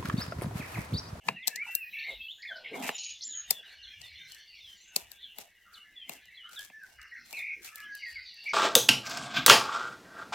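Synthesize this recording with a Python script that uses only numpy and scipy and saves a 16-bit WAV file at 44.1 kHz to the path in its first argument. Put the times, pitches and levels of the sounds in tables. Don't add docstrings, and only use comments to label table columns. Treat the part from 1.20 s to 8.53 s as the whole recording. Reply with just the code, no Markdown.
import sys
import numpy as np
from scipy import signal
from scipy.fft import rfft, irfft, next_fast_len
from scipy.io import wavfile
from scipy.ndimage import uniform_filter1d, map_coordinates

SR = 44100
rng = np.random.default_rng(int(sys.argv[2]) if len(sys.argv) > 2 else 0)


def output_pcm(signal):
    pcm = np.clip(np.atleast_2d(signal).T, -1, 1) * 32767
    wavfile.write(sys.argv[1], SR, np.round(pcm).astype(np.int16))


N = 323253
TIME = np.arange(N) / SR


def from_db(db):
    return 10 ** (np.asarray(db) / 20)


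def rms_one(x):
    return x / np.sqrt(np.mean(x ** 2) + 1e-20)


def in_time(rows):
    s, *columns = np.transpose(rows)
    return [np.interp(TIME, s, c) for c in columns]


def add(out, start_s, sound):
    at = max(int(start_s * SR), 0)
    part = out[..., at:at + sound.shape[-1]]
    part += sound[..., :part.shape[-1]]


def panned(x, left_db):
    return rms_one(from_db([[left_db / 2], [-left_db / 2]])) * x


def widen(pair, side_db):
    return pair[0] + from_db(side_db) * pair[1] * np.array([[1], [-1]])


def wander(per_s, size):
    place = np.arange(size) * per_s / SR
    return map_coordinates(rng.standard_normal(int(place[-1]) + 3), [place], order=2, mode="mirror")


def coloured(x, spectrum):
    size = next_fast_len(N)
    hz, level_db = np.transpose(spectrum)
    gain = from_db(np.interp(np.log(np.fft.rfftfreq(size, 1 / SR) + 1), np.log(hz), level_db))
    return rms_one(irfft(rfft(x, size) * gain, size)[..., :N])


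def resonate(x, modes):
    out = 0
    for k, (hz, width_hz, level_db) in enumerate(modes):
        r = np.exp(-np.pi * width_hz / SR)
        poles = [1, -2 * r * np.cos(2 * np.pi * hz / SR), r * r]
        out = out + (-1) ** k * from_db(level_db) * signal.lfilter([1 - r, 0, r - 1], poles, x)
    edges_hz = [modes[0][0] * .65, min(modes[-1][0] * 1.4, 19000)]
    return rms_one(signal.sosfilt(signal.butter(2, edges_hz, "band", fs=SR, output="sos"), out))


def scatter(x, t60_s, side_db):
    t = np.arange(int(SR * .8)) / SR
    echoes = rng.standard_normal((2, len(t))) * from_db(-60 * t / t60_s) * (1 - np.exp(-t / .0016))
    echoes = rms_one(widen(echoes, side_db)) / np.sqrt(len(t))
    return signal.fftconvolve(np.atleast_2d(x), echoes, axes=1)[:, :N]


def grains(per_s, size_db):
    sizes = from_db(size_db * np.minimum(rng.exponential(1, (2, N)), 4.5))
    return (rng.random((2, N)) < per_s / SR) * sizes * rng.choice([-1, 1], (2, N)) + 1e-18


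def glide(hz, change_hz):
    return [hz - change_hz / 2, hz, hz + change_hz / 2]


def gliding_tone(length_s, pitches_hz, spread_hz, half_hoarse_hz=125, waver_hz=10, flutter_db=1.3):
    size = max(int(length_s * SR), 64)
    u = np.linspace(0, 1, size)
    hz = np.polyval(np.polyfit([0, .5, 1], pitches_hz, 2), u) + waver_hz * wander(120, size)
    hoarse = spread_hz ** 2 / (spread_hz ** 2 + half_hoarse_hz ** 2)
    smear = rms_one(wander(3.4 * spread_hz, size) + 1j * wander(5.6 * spread_hz, size))
    carrier = np.exp(2j * np.pi * np.cumsum(hz) / SR)
    tone = np.real((np.sqrt(1 - hoarse) + np.sqrt(hoarse) * smear) * carrier)
    swell = np.sin(np.pi / 2 * np.clip(np.minimum(u, 1 - u) / .14, 0, 1)) ** 2
    return rms_one(tone * swell * from_db(flutter_db * wander(90, size)))


def played(notes):
    track = np.zeros(N)
    for start_s, length_s, pitches_hz, spread_hz, level_db in notes:
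        add(track, start_s, from_db(level_db) * gliding_tone(length_s, pitches_hz, spread_hz))
    return track


# frequency in Hz, relative density in dB.
AIR_SPECTRUM = [(20, -24), (55, 4.5), (100, -4.5), (200, -10), (400, -8), (1000, -14.5), (4000, -11),
                (16000, -44)]


def forest_air(level_db=-76):
    hush = coloured(widen(rng.standard_normal((2, N)), side_db=-7), AIR_SPECTRUM)
    rumble = signal.sosfilt(signal.butter(2, [40, 160], "band", fs=SR, output="sos"), hush)
    swell = from_db(6 * wander(14, N))
    return from_db(level_db) * (hush + .5 * swell * rumble)


def thin_hiss(start_s=.51, level_db=-53, fade_db_per_s=30):
    hiss = coloured(rng.standard_normal((2, N)), [(11500, -51), (12300, 20), (16000, 9.5)])
    envelope_db = level_db - fade_db_per_s * abs(TIME - start_s) + 2 * wander(14.4, N)
    return hiss * from_db(envelope_db) * (TIME > start_s)


# lowest pitch in Hz, highest pitch in Hz.
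REGISTERS_HZ = [(1550, 2900), (2700, 4200), (4300, 6300)]
# time in seconds, relative level in dB.
LOW_LEVELS = [(0, -63.5), (.3, -50.5), (.8, -64.5), (1.051, -75), (1.5, -60), (1.851, -73), (2.2, -61),
              (2.8, -59), (3.499, -66), (3.799, -59.5), (4.1, -68), (4.55, -67.5), (4.801, -59),
              (5.298, -64), (5.55, -68.5), (5.85, -61.5), (6.3, -68.5), (6.8, -52.5), (7.301, -62)]
MIDDLE_LEVELS = [(0, -61), (.55, -79), (.8, -49.5), (1.3, -63), (1.75, -48), (2.1, -58.5), (3.05, -59),
                 (3.55, -62.5), (3.801, -68), (4.05, -57.5), (4.299, -74.5), (4.801, -74.5), (5.249, -63.5),
                 (5.751, -90.5), (6.1, -68), (6.45, -75.5), (7.3, -61.5)]
HIGH_LEVELS = [(0, -81), (0.551, -74), (.8, -66.5), (1.05, -82), (1.55, -69), (1.802, -57.5),
               (2.299, -73.5), (2.8, -66.5), (3.55, -68), (3.85, -91.5), (5.55, -75.5), (6, -67.5),
               (6.5, -74.5), (6.799, -64), (7.049, -71), (7.3, -64)]


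def far_birds(count=460, slope=.24, bend=.18, uneven_db=10, gain_db=.5):
    song = np.zeros(N)
    for (low_hz, high_hz), curve in zip(REGISTERS_HZ, [LOW_LEVELS, MIDDLE_LEVELS, HIGH_LEVELS]):
        level_db, = in_time(curve)
        register = np.zeros(N)
        for k, (when, pitch, length, slur, arch, strength) in enumerate(rng.random((count, 6))):
            u = np.linspace(-1, 1, int((.025 + .07 * length) * SR))
            contour = 1 - slope * (slur - .35) * u + bend * (arch - .4) * u * u
            hz = low_hz * (high_hz / low_hz) ** pitch * contour
            chirp = (1 - u * u) * np.sin(2 * np.pi * np.cumsum(hz) / SR)
            add(register, (k + when - 1) / count * N / SR, from_db(uneven_db * strength) * chirp)
        hoarseness = 1 + low_hz / 4000 * wander(.25 * low_hz, N)
        song += from_db(level_db) * rms_one(register * hoarseness)
    return from_db(gain_db) * (.4 * song + .9 * scatter(song, t60_s=.3, side_db=-22))


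def trill(start_s=6.72, end_s=7.9, per_s=30, gain_db=-58):
    song = np.zeros(N)
    for s in np.arange(start_s, end_s, 1 / per_s):
        onset_s = s + rng.normal(0, .0043)
        add(song, onset_s, gliding_tone(length_s=.04, pitches_hz=(4900, 4500, 3750), spread_hz=150))
    return from_db(gain_db) * (.6 * song + .8 * scatter(song, t60_s=.25, side_db=-30))


# start and length in seconds, first pitch in Hz, last/first pitch ratio,
# relative level in dB.
SLUR_NOTES = [(0.157, 0.048, 2920, 0.81, -48), (0.222, 0.042, 3840, 0.73, -52),
              (1.285, 0.042, 1950, 0.76, -41.5), (1.268, 0.097, 3650, 0.81, -50),
              (1.309, 0.097, 1697, .85, -48.5), (2.439, 0.064, 3190, 0.86, -56.5),
              (3.323, 0.082, 2690, 0.81, -59), (4.026, 0.046, 3670, .85, -48),
              (4.753, 0.115, 3554, .86, -50.5), (5.357, 0.048, 3950, 0.76, -46),
              (5.891, 0.14, 1838, .79, -60.5), (6.163, 0.04, 4420, 0.79, -51.5),
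              (6.632, 0.047, 3440, 0.89, -58.5), (6.819, 0.039, 2382, 0.83, -39.5),
              (6.954, 0.046, 2324, 0.84, -40.5)]
# start and length in seconds, middle pitch and glide in Hz, relative level in dB.
WHISTLE_NOTES = [(0.464, 0.065, 1978, -45, -49.5), (0.641, 0.051, 1896, 98, -54.5),
                 (0.834, 0.075, 2120, 120, -42.5), (0.981, 0.1, 2634, 51, -50.5),
                 (1.009, 0.046, 3280, 171.5, -46.5), (1.08, 0.049, 3350, 1112, -44),
                 (1.181, 0.06, 1840, 452.5, -55.5), (2.126, 0.066, 3064, 47, -53),
                 (2.272, 0.15, 3500, -350, -53), (2.516, 0.08, 4350, -100, -61.5),
                 (2.625, .07, 4180, -250, -55.5), (2.671, 0.082, 3255, -19.5, -50.5),
                 (2.699, 0.087, 2400, -130, -58.5), (3.173, 0.076, 4370, -80.5, -62.5),
                 (3.27, 0.14, 4480, -220, -59.5), (3.64, 0.15, 2750, -200, -63.5),
                 (4.272, 0.162, 1935, -4, -68), (0.411, 0.099, 1423, 60, -60.5),
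                 (3.139, 0.091, 1744, -28, -59), (4.568, 0.075, 2876, -75.5, -54.5),
                 (5.226, 0.18, 1426, 202, -58.5), (5.371, 0.064, 1692, 131, -48.5),
                 (6.516, 0.27, 1688, -99.5, -47), (6.858, 0.053, 1880, -100, -42.5),
                 (7.162, 0.17, 2796, 225, -55.5)]
# start and length in seconds, first, middle and last pitch in Hz,
# relative level in dB.
CURL_NOTES = [(0.759, 0.098, 1890, 1796, 1970, -49.5), (0.785, 0.02, 3280, 4330, 4300, -48),
              (0.826, 0.029, 3390, 4200, 4550, -50), (.88, .017, 3620, 4250, 4600, -50.5),
              (2.09, 0.078, 4150, 3450, 2975, -53.5), (2.627, 0.054, 4100, 3370, 2770, -54.5),
              (2.829, 0.048, 3800, 3570, 3500, -53.5), (2.86, 0.042, 4480, 4230, 4150, -57.5),
              (2.943, 0.096, 3330, 3604, 3600, -55), (3.064, .06, 3950, 4200, 4260, -57.5),
              (3.082, 0.059, 3670, 3160, 3080, -59), (3.391, .16, 3930, 3244, 3146, -54.5),
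              (3.569, .016, 7500, 7010, 6930, -65), (3.609, .016, 7550, 7200, 7050, -62.5),
              (3.64, .016, 7800, 7200, 7100, -68), (3.677, 0.015, 7460, 7240, 7550, -62.5),
              (3.588, 0.15, 5800, 6350, 6430, -67), (4.535, 0.042, 5110, 3540, 3020, -54.5),
              (5.138, .04, 4080, 4120, 4270, -61), (5.163, 0.12, 3650, 2920, 3364, -51.5),
              (5.512, 0.15, 1672, 1736, 1394, -50.5)]


def clear_notes(slur_bow=.025, spread_hz=28, nearest_db=-48, blur_hz_per_db=4.2):
    notes = [(s, length_s, [hz, hz * ((1 + ratio) / 2 - slur_bow), hz * ratio], db)
             for s, length_s, hz, ratio, db in SLUR_NOTES]
    notes += [(s, length_s, glide(hz, glide_hz), db) for s, length_s, hz, glide_hz, db in WHISTLE_NOTES]
    notes += [(s, length_s, pitches_hz, db) for s, length_s, *pitches_hz, db in CURL_NOTES]
    return played([(s, length_s, pitches_hz, spread_hz + blur_hz_per_db * max(nearest_db - db, 0), db)
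                   for s, length_s, pitches_hz, db in notes])


# start and length in seconds, pitch and spread in Hz, level in dB.
BUZZ_NOTES = [(0.888, 0.071, 3694, 131.3, -51), (1.076, 0.17, 6850, 155, -73.5),
              (1.22, 0.02, 4500, 326, -51), (1.355, 0.026, 4650, 336, -53.5),
              (1.435, 0.073, 2946, 301, -50.5), (1.617, 0.083, 2336, 297.7, -44.5),
              (1.717, 0.23, 2835, 199, -50), (1.786, 0.14, 9560, 59.6, -73),
              (2.125, 0.13, 1673, 169.5, -63), (2.415, 0.14, 1756, 129.3, -60),
              (2.879, 0.21, 2190, 98.9, -58), (3.985, 0.068, 3550, 174.4, -58),
              (4.074, 0.065, 2960, 149, -58), (4.448, 0.16, 1384, 89.8, -63.5),
              (4.948, .07, 2596, 169.5, -64), (5.09, 0.13, 2100, 77, -60), (5.778, 0.092, 1806, 208.4, -54),
              (5.944, 0.21, 4210, 87, -68), (6.469, 0.03, 2560, 125, -53), (6.47, 0.2, 1310, 81.7, -65),
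              (6.566, 0.056, 2090, 166, -55.5), (6.717, 0.73, 4620, 109.6, -57),
              (7.051, 0.08, 4030, 212, -53.5), (7.288, 0.025, 5520, 368, -52)]


def buzzes(sag=.025):
    return played([(s, length_s, glide(hz, -sag * hz), spread_hz, db)
                   for s, length_s, hz, spread_hz, db in BUZZ_NOTES])


# time in seconds, pitch in Hz, level in dB.
FLUTED_CURVE = [(.16, 1820, -53.5), (.24, 2115, -48.5), (.3, 1880, -59), (.345, 1696, -46),
                (.39, 2107, -39.5), (.43, 2370, -33), (.455, 2520, -78), (.485, 2690, -40),
                (.53, 2710, -47), (.565, 2757, -43), (.6, 2733, -46), (.635, 2502, -38), (.7, 2468, -58)]


def fluted_phrase(ease_s=.012):
    hz, level_db = in_time(FLUTED_CURVE)
    size = int(ease_s * SR)
    singing = (TIME > FLUTED_CURVE[0][0]) & (TIME < FLUTED_CURVE[-1][0])
    swell = uniform_filter1d(from_db(level_db) * singing, size)
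    return swell * np.sqrt(2) * np.sin(2 * np.pi * np.cumsum(uniform_filter1d(hz, size)) / SR)


# start and length in seconds, pitch and sweep in Hz, sweeps per second,
# relative level in dB.
ROLL_NOTES = [(0.726, 0.12, 2460, 260, 68, -42), (0.839, 0.058, 2174, 110, 70, -41.5),
              (1.223, 0.057, 2082, 160, 79, -42), (1.443, 0.038, 2128, 150, 64, -44),
              (1.526, 0.037, 2195, 150, 71, -43), (5.91, 0.087, 1980, 150, 57, -45.5),
              (6.126, 0.057, 2510, 100, 49.5, -43), (6.166, 0.19, 2284, 176, 49, -39),
              (7.256, 0.069, 2234, 60, 81, -36)]


def rolled_notes(ramp_s=.011, uneven=.55, rasp_hz=85):
    track = np.zeros(N)
    for start_s, length_s, centre_hz, sweep_hz, per_s, level_db in ROLL_NOTES:
        t = np.arange(int(length_s * SR)) / SR
        turns = np.cumsum(per_s * (1 + uneven * wander(60, len(t)))) / SR
        hz = centre_hz + sweep_hz * np.sin(2 * np.pi * turns) + rasp_hz * wander(600, len(t))
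        swell = np.clip(np.minimum(t, length_s - t) / ramp_s, 0, 1)
        add(track, start_s, from_db(level_db) * rms_one(swell * np.sin(2 * np.pi * np.cumsum(hz) / SR)))
    return track


def near_birds():
    clear, fluted, rolled, hoarse = clear_notes(), fluted_phrase(), rolled_notes(), buzzes()
    close_echo = from_db(-3.5) * scatter(clear + rolled, t60_s=.07, side_db=-38)
    send = from_db(-6) * clear + from_db(-8) * (fluted + rolled) + from_db(-2) * hoarse
    forest_echo = scatter(send, t60_s=.3, side_db=-40)
    return from_db(-1.35) * (clear + rolled + close_echo) + fluted + hoarse + forest_echo


def twitter(first_break_s=2.086, every_s=.0155, width_s=.0028, depth_db=-19, count=5):
    breaks = sum(np.exp(-((TIME - first_break_s - k * every_s) / width_s) ** 2) for k in range(count))
    note = gliding_tone(length_s=.2, pitches_hz=(7350, 6800, 6600), spread_hz=65)
    track = np.zeros(N)
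    add(track, start_s=2.03, sound=from_db(-41) * note)
    return track * from_db(depth_db * breaks)


# start and length in seconds, first and last pitch in Hz, level in dB.
FLICK_NOTES = [(1.78, 0.009, 7430, 3700, -42.5), (1.834, 0.009, 7500, 3680, -42),
               (1.892, 0.009, 7650, 3630, -46), (2.008, 0.016, 3690, 6500, -45.5),
               (2.023, 0.018, 3870, 7100, -43)]
# start and length in seconds, first pitch in Hz, level in dB.
HIGH_NOTES = [(1.723, 0.037, 7130, -54.5), (1.748, 0.032, 7000, -45.5), (1.793, 0.029, 6830, -42.5),
              (1.845, 0.031, 6780, -42.5), (1.905, 0.022, 6740, -44.5)]


def tiny_bird(repeat_s=.0075, sink_hz_per_s=4400, rasp_hz=170, thin_rasp_hz=65):
    notes = [(s + delay_s, length_s, [first_hz, np.sqrt(first_hz * last_hz), last_hz], rasp_hz, db)
             for s, length_s, first_hz, last_hz, db in FLICK_NOTES for delay_s in (0, repeat_s)]
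    for s, length_s, hz, db in HIGH_NOTES:
        pitches_hz = hz - sink_hz_per_s * length_s * np.array([0, .5, 1])
        notes.append((s, length_s, pitches_hz, thin_rasp_hz, db))
        notes.append((s, length_s, .76 * pitches_hz, rasp_hz, db - 14))
    song = played(notes) + twitter()
    return song + from_db(-8) * scatter(song, t60_s=.31, side_db=-31.5)


def basket(level_db=-83, t60_s=.032, per_mode_per_s=3, scuff_s=.05):
    ringing = 0
    for hz in np.geomspace(50, 270, 8):
        r, w = from_db(-60 / (t60_s * SR)), 2 * np.pi * hz / SR
        kicks = (rng.random(N) < per_mode_per_s / SR) * rng.uniform(.61, 1.7, N) + 1e-18
        ringing = ringing + signal.lfilter([np.sin(w)], [1, -2 * r * np.cos(w), r * r], kicks)
    size = int(scuff_s * SR)
    scuffs = signal.fftconvolve(ringing, np.hanning(size) * rng.standard_normal(size))[:N]
    return from_db(level_db) * rms_one(signal.sosfilt(signal.butter(2, 450, fs=SR, output="sos"), scuffs))


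# peak time in seconds, pitch in Hz, level in dB.
BOWL_BUMPS = [(0.102, 176, -49), (0.362, 206, -70), (.96, 54.6, -61.5), (0.999, 245, -75.5),
              (1.52, 130, -70.5), (2.091, 246, -71), (2.301, 61.4, -69.5), (2.32, 170.4, -68.5),
              (2.619, 55, -63.5), (2.8, 93, -62), (2.919, 67, -63), (3.029, 128, -69.5), (3.461, 60.5, -67),
              (3.851, 69.5, -69.5), (4.05, 250, -80), (5.78, 54.9, -63), (4.73, 282, -78), (4.91, 274, -67),
              (6.022, 232, -71), (6.67, 251, -70.5), (6.962, 60, -62)]


def bumps(rise_s=.025, fade_s=.048, edge_ratio=1.3):
    out, t = np.zeros((2, N)), np.arange(-.2, .2, 1 / SR)
    swell = np.exp(-(t / np.where(t < 0, rise_s, fade_s)) ** 2 / 2)
    for s, hz, level_db in BOWL_BUMPS:
        band = signal.butter(2, [hz / edge_ratio, hz * edge_ratio], "band", fs=SR, output="sos")
        rumble = rms_one(signal.sosfilt(band, widen(rng.standard_normal((2, len(t))), side_db=-15.5)))
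        add(out, s + t[0], (from_db(level_db) * rumble * swell)[:, s + t >= 0])
    return out


# frequency in Hz, relative density in dB.
SALT_SPECTRUM = [(3000, -30), (6000, 4), (8500, -5), (11000, 0), (16000, 1.5)]


def salt(start_s=2.63, rise_s=.096, level_db=-77.5):
    patter = coloured(widen(grains(per_s=2500, size_db=-3.5), side_db=-11.5), SALT_SPECTRUM)
    return patter * from_db(level_db + 3.8 * wander(8.9, N)) * np.clip((TIME - start_s) / rise_s, 0, 1)


# start and length in seconds, first pitch, last pitch and spread in Hz,
# relative level in dB.
SPOON_GROANS = [(0.097, 0.015, 218, 200, 35, -67), (0.286, 0.12, 465, 425, 50, -70.5),
                (0.462, 0.042, 1000, 810, 90, -53), (0.877, 0.072, 610, 510, 80, -54),
                (1.291, 0.14, 670, 615, 50, -56), (1.41, 0.13, 560, 420, 90.7, -63.5),
                (1.511, 0.0695, 450, 383.5, 79.8, -43.5), (1.565, 0.116, 270, 231, 44.8, -44),
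                (2.321, 0.11, 680, 600, 89.3, -65.5), (3.761, .04, 427, 380, 91, -58.5),
                (4.181, 0.11, 730, 670, 70, -65), (4.901, 0.078, 460, 400, 89, -66),
                (6.359, 0.078, 410, 350, 60, -64)]


def groans():
    return played([(s, length_s, [first_hz, np.sqrt(first_hz * last_hz), last_hz], spread_hz, db)
                   for s, length_s, first_hz, last_hz, spread_hz, db in SPOON_GROANS])


# start and hold in seconds, relative rub and rustle levels in dB.
STIR_STROKES = [(0.075, 0.0046, -39.5, -67.5), (0.288, 0.0089, -47.5, -71), (0.46, 0.061, -65, -71),
                (0.893, 0.017, -44, -74.5), (1.305, 0.27, -53, -97), (1.555, 0.14, -31.5, -67.5),
                (1.636, 0.04, -47, -57), (2.312, 0.0066, -46.5, -63.5), (2.474, 0.067, -58.5, -82.5),
                (2.813, 0.047, -59.5, -75), (3.096, 0.073, -76, -74), (3.478, 0.059, -75.5, -79.5),
                (3.771, 0.03, -44, -64), (3.915, 0.015, -59, -72.5), (4.196, 0.0054, -44, -64),
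                (4.529, 0.057, -70, -77.5), (4.915, 0.012, -45, -63.5), (5.321, 0.04, -65, -69.5),
                (5.403, 0.036, -71, -66.5), (5.66, 0.076, -58, -77), (6.06, 0.07, -73, -76),
                (6.115, 0.085, -50.5, -68), (6.455, 0.0073, -64.5, -59.5), (6.557, 0.04, -82.5, -70.5),
                (6.77, 0.011, -88, -76), (6.888, 0.023, -69, -72), (7.251, 0.014, -55, -76)]


def stroke_levels(bite_db_per_s=476.5, ease_db_per_s=239.5):
    rub_db, rustle_db = -77, -90.5
    for s, hold_s, held_rub_db, held_rustle_db in STIR_STROKES:
        ramps_db = np.minimum(bite_db_per_s * (TIME - s), ease_db_per_s * (s + hold_s - TIME))
        shape_db = np.minimum(ramps_db, 0)
        rub_db = np.maximum(rub_db, held_rub_db + shape_db)
        rustle_db = np.maximum(rustle_db, held_rustle_db + shape_db)
    return rub_db, rustle_db


# frequency and width in Hz, relative gain in dB.
THUD_MODES = [(156, 33, -8), (243, 49, -3), (410, 76, -3), (520, 76, 0.5), (612, 200, 5), (780, 360, 4.5),
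              (1050, 40, -10)]
# frequency in Hz, relative density in dB.
RUSTLE_SPECTRUM = [(900, -1.5), (2000, 7), (4500, 4), (7000, 6), (8500, 4.5), (10000, 1.5), (13000, 4.5),
                   (16000, -8)]


def stirring():
    rub_db, rustle_db = stroke_levels()
    drags = widen(grains(per_s=2600, size_db=2.6), side_db=-5)
    rubbing = from_db(rub_db - 12) * resonate(drags, THUD_MODES) + from_db(-1.5) * groans()
    crackle = grains(per_s=3600, size_db=4.5) * from_db(1.8 * wander(70, N))
    rustle = panned(coloured(crackle, RUSTLE_SPECTRUM), left_db=1.5)
    return rubbing + from_db(rustle_db + 15.5) * rustle


def crumbs():
    _, rustle_db = stroke_levels()
    ticks = coloured(widen(grains(per_s=24, size_db=0), side_db=-7.5), RUSTLE_SPECTRUM)
    return from_db(rustle_db - 1) * panned(ticks, left_db=8)


# frequency and width in Hz, relative gain in dB.
KNOCK_MODES = [(1650, 70, -8.5), (2160, 1500, -0.5), (2780, 250, 4)]
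CRACK_MODES = [(4240, 670, 1.5), (5700, 480, 2.5), (7600, 1500, 2.5), (8350, 1700, -4)]
SPLINTER_MODES = [(9600, 750, -1), (13160, 5700, -1.5), (15400, 1200, 1.3)]
# time in seconds, thud, crack and splinter levels in dB over 10 ms,
# flake's left-over-right level in dB, right channel lag in ms.
FLAKE_SNAPS = [(.0865, -26, -40, -60, 4, .07), (.2738, -46, -28, -31, 5, .35),
               (.2792, -40, -26, -27, 7, .35), (.3593, -58, -36, -44, 8, .32),
               (.5518, -55, -36, -23, 8, .33), (1.6915, -31.5, -46, -49, 0, 0),
               (2.3072, -44, -26, -27, 7, .07), (2.3088, -40, -27, -21.5, 8, .09),
               (2.816, -68, -47, -64, 10, .25), (3.12, -75, -50, -53, 6, .28),
               (3.147, -78, -54, -59, 6, .28), (3.7625, -39, -25, -27, 4, .28),
               (3.917, -66, -51, -47, 8, .28), (4.1853, -48, -50, -42, 9, .28),
               (4.8945, -43, -46, -42, 8, .35), (4.935, -64, -53, -54, 6, .3), (5.056, -76, -63, -68, 3, 0),
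               (5.332, -64, -54, -59, 2, 0), (5.3924, -66, -48, -49, 2, 0), (5.408, -76, -55, -53, 2, 0),
               (5.448, -76, -55, -55, 2, 0), (5.5002, -57, -76, -76, 2, 0), (5.293, -78, -62, -63, 2, 0),
               (5.635, -84, -66, -64, 2, 0), (5.816, -82, -56, -68, 7, 0), (5.829, -84, -63, -62, 3, 0),
               (6.111, -76, -60, -58, 3, 0), (6.128, -50, -49, -48, 5, .28), (6.192, -68, -56, -52, 2, 0),
               (6.4475, -72, -50, -49, 3, .03), (6.5576, -71, -52, -44, 2, 0), (6.582, -78, -60, -57, 2, 0),
               (6.603, -74, -55, -56, 2, 0), (6.7515, -84, -53, -47, 7, .1), (7.143, -80, -70, -64, 3, 0),
               (7.242, -72, -64, -61, 2, 0)]


def snaps(lead_in_s=.0019, break_s=.0009, crumble_s=.0034, tail_s=.028, knock_db=1.5):
    out, t = np.zeros((2, N)), np.arange(-.004, .15, 1 / SR)
    lead_in = from_db(-10) * np.exp(-abs(t) / lead_in_s)
    crumble = from_db(-11) * np.exp(-abs(t) / crumble_s)
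    tail = from_db(-30) * np.exp(-abs(t) / tail_s)
    envelope = np.where(t < 0, lead_in, np.exp(-abs(t) / break_s) + crumble + tail)
    per_10_ms = np.sqrt(.01 * SR / len(t))
    for s, thud_db, crack_db, splinter_db, left_db, lag_ms in FLAKE_SNAPS:
        burst = rng.standard_normal((2, len(t))) * envelope
        burst[0, np.argmax(envelope)] += 4
        narrow, wide = widen(burst, side_db=-11), widen(burst, side_db=-2)
        thud = from_db(thud_db) * resonate(narrow, THUD_MODES)
        knock = from_db(thud_db + knock_db) * resonate(narrow, KNOCK_MODES)
        crack = from_db(crack_db) * resonate(wide, CRACK_MODES)
        splinter = from_db(splinter_db) * resonate(wide, SPLINTER_MODES)
        left, right = per_10_ms * (panned(thud + knock, left_db / 4) + panned(crack + splinter, left_db))
        add(out[0], s + t[0], left)
        add(out[1], s + t[0] + lag_ms / 1000, right)
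    return out + from_db(-41) * scatter(out, t60_s=.21, side_db=-18)


def scene():
    bowl = snaps() + stirring() + crumbs() + salt() + basket() + bumps()
    return bowl + thin_hiss() + near_birds() + tiny_bird() + trill() + far_birds() + forest_air()


def record(dry):
    return signal.sosfilt(signal.ellip(10, .2, 80, 16600, fs=SR, output="sos"), dry)


dry = scene()
out = record(dry)
output_pcm(out)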